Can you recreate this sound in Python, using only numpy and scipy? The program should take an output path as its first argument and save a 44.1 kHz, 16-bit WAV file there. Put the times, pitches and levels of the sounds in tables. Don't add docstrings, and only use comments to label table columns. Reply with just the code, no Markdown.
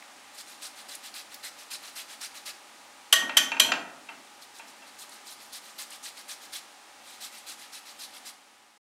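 import sys
import numpy as np
from scipy import signal
from scipy.fft import rfft, irfft, next_fast_len
from scipy.io import wavfile
from scipy.ndimage import uniform_filter1d

SR = 44100
rng = np.random.default_rng(int(sys.argv[2]) if len(sys.argv) > 2 else 0)


def rack_gain(trim_db):
    fader = np.asarray(trim_db, float)
    return 10 ** (fader / 20)


def to_wav(s):
    ch = np.atleast_2d(s).T
    pcm = np.round(np.clip(ch, -1, 1) * 32767)
    wavfile.write(sys.argv[1], SR, pcm.astype(np.int16))


N = 390108

T = np.arange(N) / SR
SIZE = next_fast_len(N + SR)
HZ = np.maximum(np.arange(SIZE // 2 + 1) * SR / SIZE, 1)
TOP_HZ = 15800

# (time [s], peak [dB], rattle [s], treble [dB], thud [dB])
RAPS = [
    (3.125, -6.5, 0.011, -2.5, -8.5),
    (3.136, -12.5, 0.005, -5, -7.5),
    (3.16, -26, 0.011, -3.5, 18),
    (3.368, -7, 0.017, 1, -2.5),
    (3.597, -7, 0.0091, 1.5, 2),
    (3.619, -23.5, 0.006, -11, 9),
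]
# (time [s], peak [dB], treble [dB], grit [dB], thud [dB])
ROCKS = [(3.224, -29, -9, 3, 17), (3.295, -21, 1.5, 4, -10), (3.519, -17.5, 9, 1, -5.5),
         (3.568, -22.5, 2, -4, 9), (3.649, -26.5, -6, 0, 11), (3.689, -24, -14, -5, 0),
         (3.720, -13.5, 16.5, 9, -13.5), (3.737, -27, 16, 11, -14), (3.9, -42, 9, -3.5, 13),
         (4.09, -27.5, 0, -7, 8.5), (4.596, -34, -3, 1, 11), (4.823, -39, -7, -1, 5)]


def unit(x):
    return x / np.sqrt(np.mean(x ** 2))


def shape(points):
    hz, db = np.transpose(points)
    return rack_gain(np.interp(np.log(HZ), np.log(hz), db))


def bumps(peaks):
    return np.sqrt(1 + sum(rack_gain(2 * db) / (1 + (2 * (HZ - hz) / wide) ** 2) for hz, wide, db in peaks))


def causal(gain):
    cepstrum = irfft(np.log(gain + 1e-6), SIZE)
    cepstrum[1:SIZE // 2] *= 2
    cepstrum[SIZE // 2 + 1:] = 0
    return np.exp(rfft(cepstrum))


def colour(x, gain):
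    return irfft(rfft(x, SIZE) * gain, SIZE)[:N]


def walk(rate):
    hold = int(SR / rate)
    steps = np.repeat(rng.standard_normal(N // hold + 1), hold)
    return unit(uniform_filter1d(steps, hold)[:N])


def add(out, start, sound):
    i = int(start * SR)
    out[i:i + len(sound)] += sound[:N - i]


def decay(t, t60):
    return np.exp(-np.log(1000) * t / t60)


def zesting():
    # (frequency [Hz], level [dB per Hz])
    teeth = [(350, -23), (600, -9.5), (812, -20.5), (881, -17), (1180, -7), (2090, -4), (2610, -4),
             (3630, -6.5), (3990, -4), (4910, -6), (10300, -11.5), (14100, -18.5), (16000, -31.5)]
    # (frequency [Hz], width [Hz], level [dB])
    plate_modes = [(2630, 200, -2), (3500, 250, -2), (4050, 250, 0), (4580, 150, -3), (5140, 150, -3),
                   (9090, 700, -4)]
    # (start [s], length [s], level [dB])
    cuts = [(0.375, 0.046, -47), (0.611, 0.065, -45.5), (0.877, 0.079, -48), (1.136, 0.078, -46),
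            (1.425, 0.063, -44.5), (1.7, 0.063, -43), (1.951, 0.07, -43.5), (2.203, 0.068, -42.5),
            (2.452, 0.059, -43.5), (4.535, 0.066, -56.5), (4.98, 0.064, -49.5), (5.25, 0.086, -50.5),
            (5.518, 0.064, -45.5), (5.778, 0.06, -42.5), (6.024, 0.073, -46), (6.277, 0.064, -45.5),
            (6.519, 0.07, -43.5), (7.2, 0.073, -45.5), (7.458, 0.078, -46), (7.717, 0.075, -49),
            (7.983, 0.076, -47), (8.248, 0.059, -47)]
    # (start [s], length [s], level [dB])
    returns = [(0.327, 0.06, -57.5), (0.456, 0.088, -53.5), (0.754, 0.067, -52.5), (1.024, 0.064, -48),
               (1.3, 0.062, -52.5), (1.563, 0.074, -52.5), (1.814, 0.083, -49.5), (2.076, 0.071, -48.5),
               (2.337, 0.057, -49), (4.410, 0.04, -54), (4.664, 0.045, -55.5), (4.853, 0.05, -60),
               (5.097, 0.07, -55.5), (5.38, 0.083, -55.5), (5.616, 0.1, -55), (5.894, 0.07, -50),
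               (6.155, 0.062, -51), (6.404, 0.059, -52), (7.027, 0.13, -55.5), (7.308, 0.094, -52),
               (7.572, 0.089, -52.5), (7.846, 0.077, -52.5), (8.12, 0.064, -52)]
    # (time [s], level [dB])
    weight = [(.35, -2.5), (.8, -0.5), (2.5, 0.5), (4.5, -3.5), (5.3, -6), (5.9, -0.5), (6.5, -2),
              (7.2, -2), (8.3, -2)]
    # share of the stroke spent rising, plate body dB, tearing dB
    cut, back = (0.25, -5.5, -3), (0.37, -3.5, -3.1)
    skim_tear = 0.3

    plate = shape(teeth) * bumps(plate_modes)
    grip_db = 0.72 * walk(70)
    parts = np.zeros((3, N))
    for centre in 600 * 2 ** (np.arange(20) / 4):
        patch_db = 0.9 * walk(30) + 2.2 * walk(150)
        clicks = rng.standard_normal(N) * rack_gain(3.0 * np.minimum(rng.standard_exponential(N), 6))
        share = np.exp(-(4 * np.log2(HZ / centre)) ** 2 * 1.4)
        layer = 1 if centre < 3000 else 2 if centre > 8000 else 0
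        parts[layer] += rack_gain(patch_db + grip_db) * colour(clicks, plate * share)

    push = np.zeros((3, N))
    strokes = [(*row, *cut) for row in cuts] + [(*row, *back) for row in returns]
    for start, length, db, bite, body_db, tear_db in strokes:
        weight_db = np.interp(start, *np.transpose(weight))
        u = np.linspace(0, 1, int(1.34 * length * SR))
        rise = np.sin(np.pi / 2 * np.minimum(u / bite, 1)) ** 1.42
        swell = rise * np.cos(np.pi / 2 * u ** 2.9) ** 2.54
        for row, extra_db in zip(push, (0, body_db + weight_db, tear_db - skim_tear * weight_db)):
            add(row, start - 0.001, swell * rack_gain(db + extra_db + 1.0))
    push += np.array([[0.16], [0.16], [0.24]]) * uniform_filter1d(push, int(0.16 * SR), axis=1)
    return sum(unit(part) * level for part, level in zip(parts, push))


def snags():
    # (time [s], peak [dB], frequency [Hz])
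    fibres = [(0.025, -30.5, 2150), (0.3965, -35, 4350), (0.409, -31, 4440), (0.531, -36, 2130),
              (0.952, -18.5, 9000), (1.1404, -24.5, 4350), (1.3437, -24, 4250), (1.344, -26, 12000),
              (1.879, -32, 4300), (0.668, -26, 9000), (2.214, -21, 6230), (4.4229, -31.5, 5000),
              (4.5644, -33, 3630), (4.587, -28.5, 7000), (5.0942, -30, 8200), (5.269, -29.5, 4600),
              (5.5316, -25, 10200), (5.905, -26.5, 9050), (6.531, -36, 3970)]
    out, t = np.zeros(N), np.arange(600) / SR
    for (start, db, hz), noise in zip(fibres, rng.standard_normal((len(fibres), 600))):
        band = signal.butter(2, [hz / 1.2, min(hz * 1.36, 18000)], "band", fs=SR, output="sos")
        tick = unit(signal.sosfilt(band, noise)) + 0.3 * np.gradient(noise)
        tick *= t / 0.0031 * np.exp(1 - t / 0.0022)
        add(out, start - 0.0015, tick * rack_gain(db - 14.5))
    return out


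def ring(hz, modes, luck, rise, treble_db, scatter_db):
    t, hz = np.arange(SR // 3)[:, None] / SR, np.array(hz)
    db, t60 = np.transpose(modes)
    gain = rack_gain(db + scatter_db * luck[0] + treble_db * np.log2(hz / 2000) / 2)
    waver = 1 + 0.4 * np.sin(2 * np.pi * (40 + 15 * luck[2]) * t + 3 * luck[3])
    swing = (1 - np.exp(-t / rise)) * decay(t, np.maximum(t60, 0.01) * rack_gain(2.1 * luck[4])) * waver
    swing *= np.cos(1.5 * np.pi * t)
    return (swing * np.sin(2 * np.pi * hz * t + 3 * luck[1])) @ gain


def chatter(length, noise):
    t = np.arange(len(noise)) / SR
    push = noise * np.minimum(t / 0.0026, 1) * np.exp(-(t / length) ** 2)
    return push / np.sqrt(np.sum(push ** 2))


def raps():
    rim_hz = [620, 1132, 1481, 1869, 1891, 2424, 2502, 2719, 3020, 3146, 3227, 3465, 3640, 3890, 4134, 4630,
              5861, 6160, 7180, 7503, 7970, 8807, 10410, 11195, 12000, 12830]
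    # (level [dB], t60 [s])
    rim = [(-16, 0.12), (-8, 0.092), (-14, .2), (-7, 0.34), (-9, 0.3), (-10, 0.2), (-18, 0.27), (-21.5, .2),
           (-19, .1), (-4.5, 0.11), (-5.5, 0.28), (-22.5, 0.16), (-13.5, 0.089), (-7.5, .14), (-17.5, 0.24),
           (-26, 0.17), (-14.5, .1), (-5, 0.28), (-11, 0.17), (-19.5, .18), (-7, 0.11), (-18.5, 0.12),
           (-20, .16), (-23, 0.16), (-17, 0.077), (-25, .14)]
    # (frequency [Hz], level [dB per Hz])
    crack_tone = [(180, -53.5), (300, -27), (1800, -9), (2100, -14), (3230, -7.5), (4380, -11.5),
                  (6030, -13), (13000, -16), (15400, -31.5), (16500, -55.5)]
    # (frequency [Hz], width [Hz], level [dB])
    frame = [(1930, 280, -0.5), (3170, 170, 14), (6080, 230, 7.5), (7700, 480, -2.5)]
    settled_s, settled_db, settled_t60, pair_hz = 3.3, -8, -0.1, 1880
    pair = np.abs(np.array(rim_hz) - pair_hz) < 50

    out, crack = np.zeros(N), np.zeros(N)
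    for (start, db, length, treble_db, _), luck in zip(RAPS, rng.standard_normal((len(RAPS), 200, 30))):
        damped = np.array(rim) + np.outer((start > settled_s) * pair, (settled_db, settled_t60))
        blow = ring(rim_hz, damped, luck[:, :len(rim)], length / 3, treble_db, scatter_db=4.2)
        add(out, start, rack_gain(db - 13.0) * blow)
        add(crack, start, rack_gain(db + 32) * chatter(length, luck.ravel()))
        add(crack, start, rack_gain(db + 14.5) * chatter(0.022, luck.ravel()[::-1]))
    return out + colour(crack, causal(shape(crack_tone) * bumps(frame)))


def rocks():
    grid_hz = [680, 915, 1340, 1568, 2130, 2435, 2680, 3160, 3760, 4490, 5450, 6200, 7250]
    # (level [dB], t60 [s])
    grid_modes = [(-11, .07), (-3, .08), (-9, .08), (-8, .09), (-11, .06), (-4, .08), (1, .09), (-8, .05),
                  (-15, .03), (-16, .03), (-19, .025), (-17, .025), (-19, .025)]
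    out, grit, wake = np.zeros((3, N))
    for (start, db, treble_db, grit_db, _), luck in zip(ROCKS, rng.standard_normal((len(ROCKS), 300, 30))):
        knock = ring(grid_hz, grid_modes, luck[:, :len(grid_modes)], 0.0011, treble_db, scatter_db=-0.4)
        add(out, start - 0.002, rack_gain(db - 9.5) * knock)
        add(grit, start - 0.002, rack_gain(db + 13.5 + grit_db) * chatter(0.0087, luck.ravel()))
        add(wake, start, rack_gain(db + 16) * chatter(0.053, luck.ravel()[::-1]))
    body = bumps([(875, 130, 7.2), (1490, 370, 4.6), (2590, 710, 5.5)]) / (1 + (450 / HZ) ** 4)
    gritty = colour(grit, causal(body / (1 + (HZ / 4300) ** 4)))
    shudder = colour(wake, causal(body / (1 + (HZ / 3300) ** 6)))
    return out + gritty + shudder


def belly():
    # (frequency [Hz], level [dB per Hz])
    low_body = [(60, -35), (120, -18), (170, -9.5), (225, -2.5), (268, 5), (322, -3.5), (450, -10.5),
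                (700, -3), (1200, -41.5)]
    push, t = np.zeros(N), np.arange(SR) / SR
    for start, db, *_, thud_db in RAPS + ROCKS:
        add(push, start, rack_gain(db + thud_db) * (1 - np.exp(-t / 0.045)) * decay(t, 0.82))
    return rack_gain(-35) * push * unit(colour(rng.standard_normal(N), shape(low_body)))


def extractor():
    # (frequency [Hz], level [dB per Hz])
    air_tone = [(15, -58.5), (25, -46.5), (64, -38), (92, -26.5), (180, -19.5), (200, -15), (277, -7),
                (405, -11.5), (818, -8.5), (887, -7), (1190, -8), (1700, -7.5), (1940, -7.5), (9320, -15.5),
                (16000, -31.5)]
    # (frequency [Hz], width [Hz], level [dB])
    duct = [(224.3, 5.1, 4.5), (268, 27, -5), (582, 14, 9), (763, 52, 6.5), (965, 22, 4.5), (1224, 79, 4.5)]
    # (frequency [Hz], level [dB])
    hum = [
        (98.03, -88.5),
        (99.97, -93),
        (214.8, -79),
        (830.25, -64.8),
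    ]
    air = colour(rng.standard_normal(N), shape(air_tone) * bumps(duct)) * rack_gain(0.5 * walk(3))
    tones = sum(np.sqrt(2) * rack_gain(db) * np.cos(2 * np.pi * hz * (T - 0.35)) for hz, db in hum)
    return rack_gain(-52.5) * unit(air) + tones


def room(x):
    # (frequency [Hz], t60 [s])
    kitchen = [(150, 0.682), (500, 0.65), (1400, 0.6), (3700, 0.24), (9000, 0.45), (15000, 0.076)]
    t, tail = np.arange(SR) / SR, np.zeros(SR)
    hz, t60 = np.transpose(kitchen)
    for centre in 90 * 2. ** np.arange(8):
        octave = np.exp(-np.log2(HZ / centre) ** 2 / 0.5) / (1 + (200 / HZ) ** 4)
        band = colour(rng.standard_normal(N), octave)[:SR]
        tail += band * decay(t, np.interp(np.log(centre), np.log(hz), t60))
    tail *= 1 - np.exp(-t / 0.0088)
    return signal.fftconvolve(x, tail / np.sqrt(np.sum(tail ** 2)))[:N]


def scene():
    hands = zesting() + snags()
    knocks = raps() + rocks()
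    echoes = room(rack_gain(-12.0) * hands + rack_gain(-9) * knocks)
    quiet = hands + echoes + belly() + extractor()
    return (colour(quiet, HZ < TOP_HZ) + colour(knocks, 1 / (1 + (HZ / 16100) ** 80)))[None]


def top_cut(x):
    return signal.sosfilt(signal.butter(12, 16620, fs=SR, output="sos"), x)


def record(dry):
    # (time [s], level [dB])
    fade_points = [(0, 0.5), (8.28, 0.5), (8.4, -4), (8.6, -5.5), (8.776, -8), (8.783, -50), (8.79, -140),
                   (8.85, -140)]
    bent = np.tanh(dry / 0.78) * 0.82 - dry
    bent = signal.sosfilt(signal.butter(2, 400, "high", fs=SR, output="sos"), bent)
    bent = signal.sosfilt(signal.ellip(8, 0.5, 70, TOP_HZ, fs=SR, output="sos"), bent)
    fade = rack_gain(np.interp(T, *np.transpose(fade_points)))
    return top_cut((dry + bent) * fade)


dry = scene()
out = record(dry)
to_wav(out)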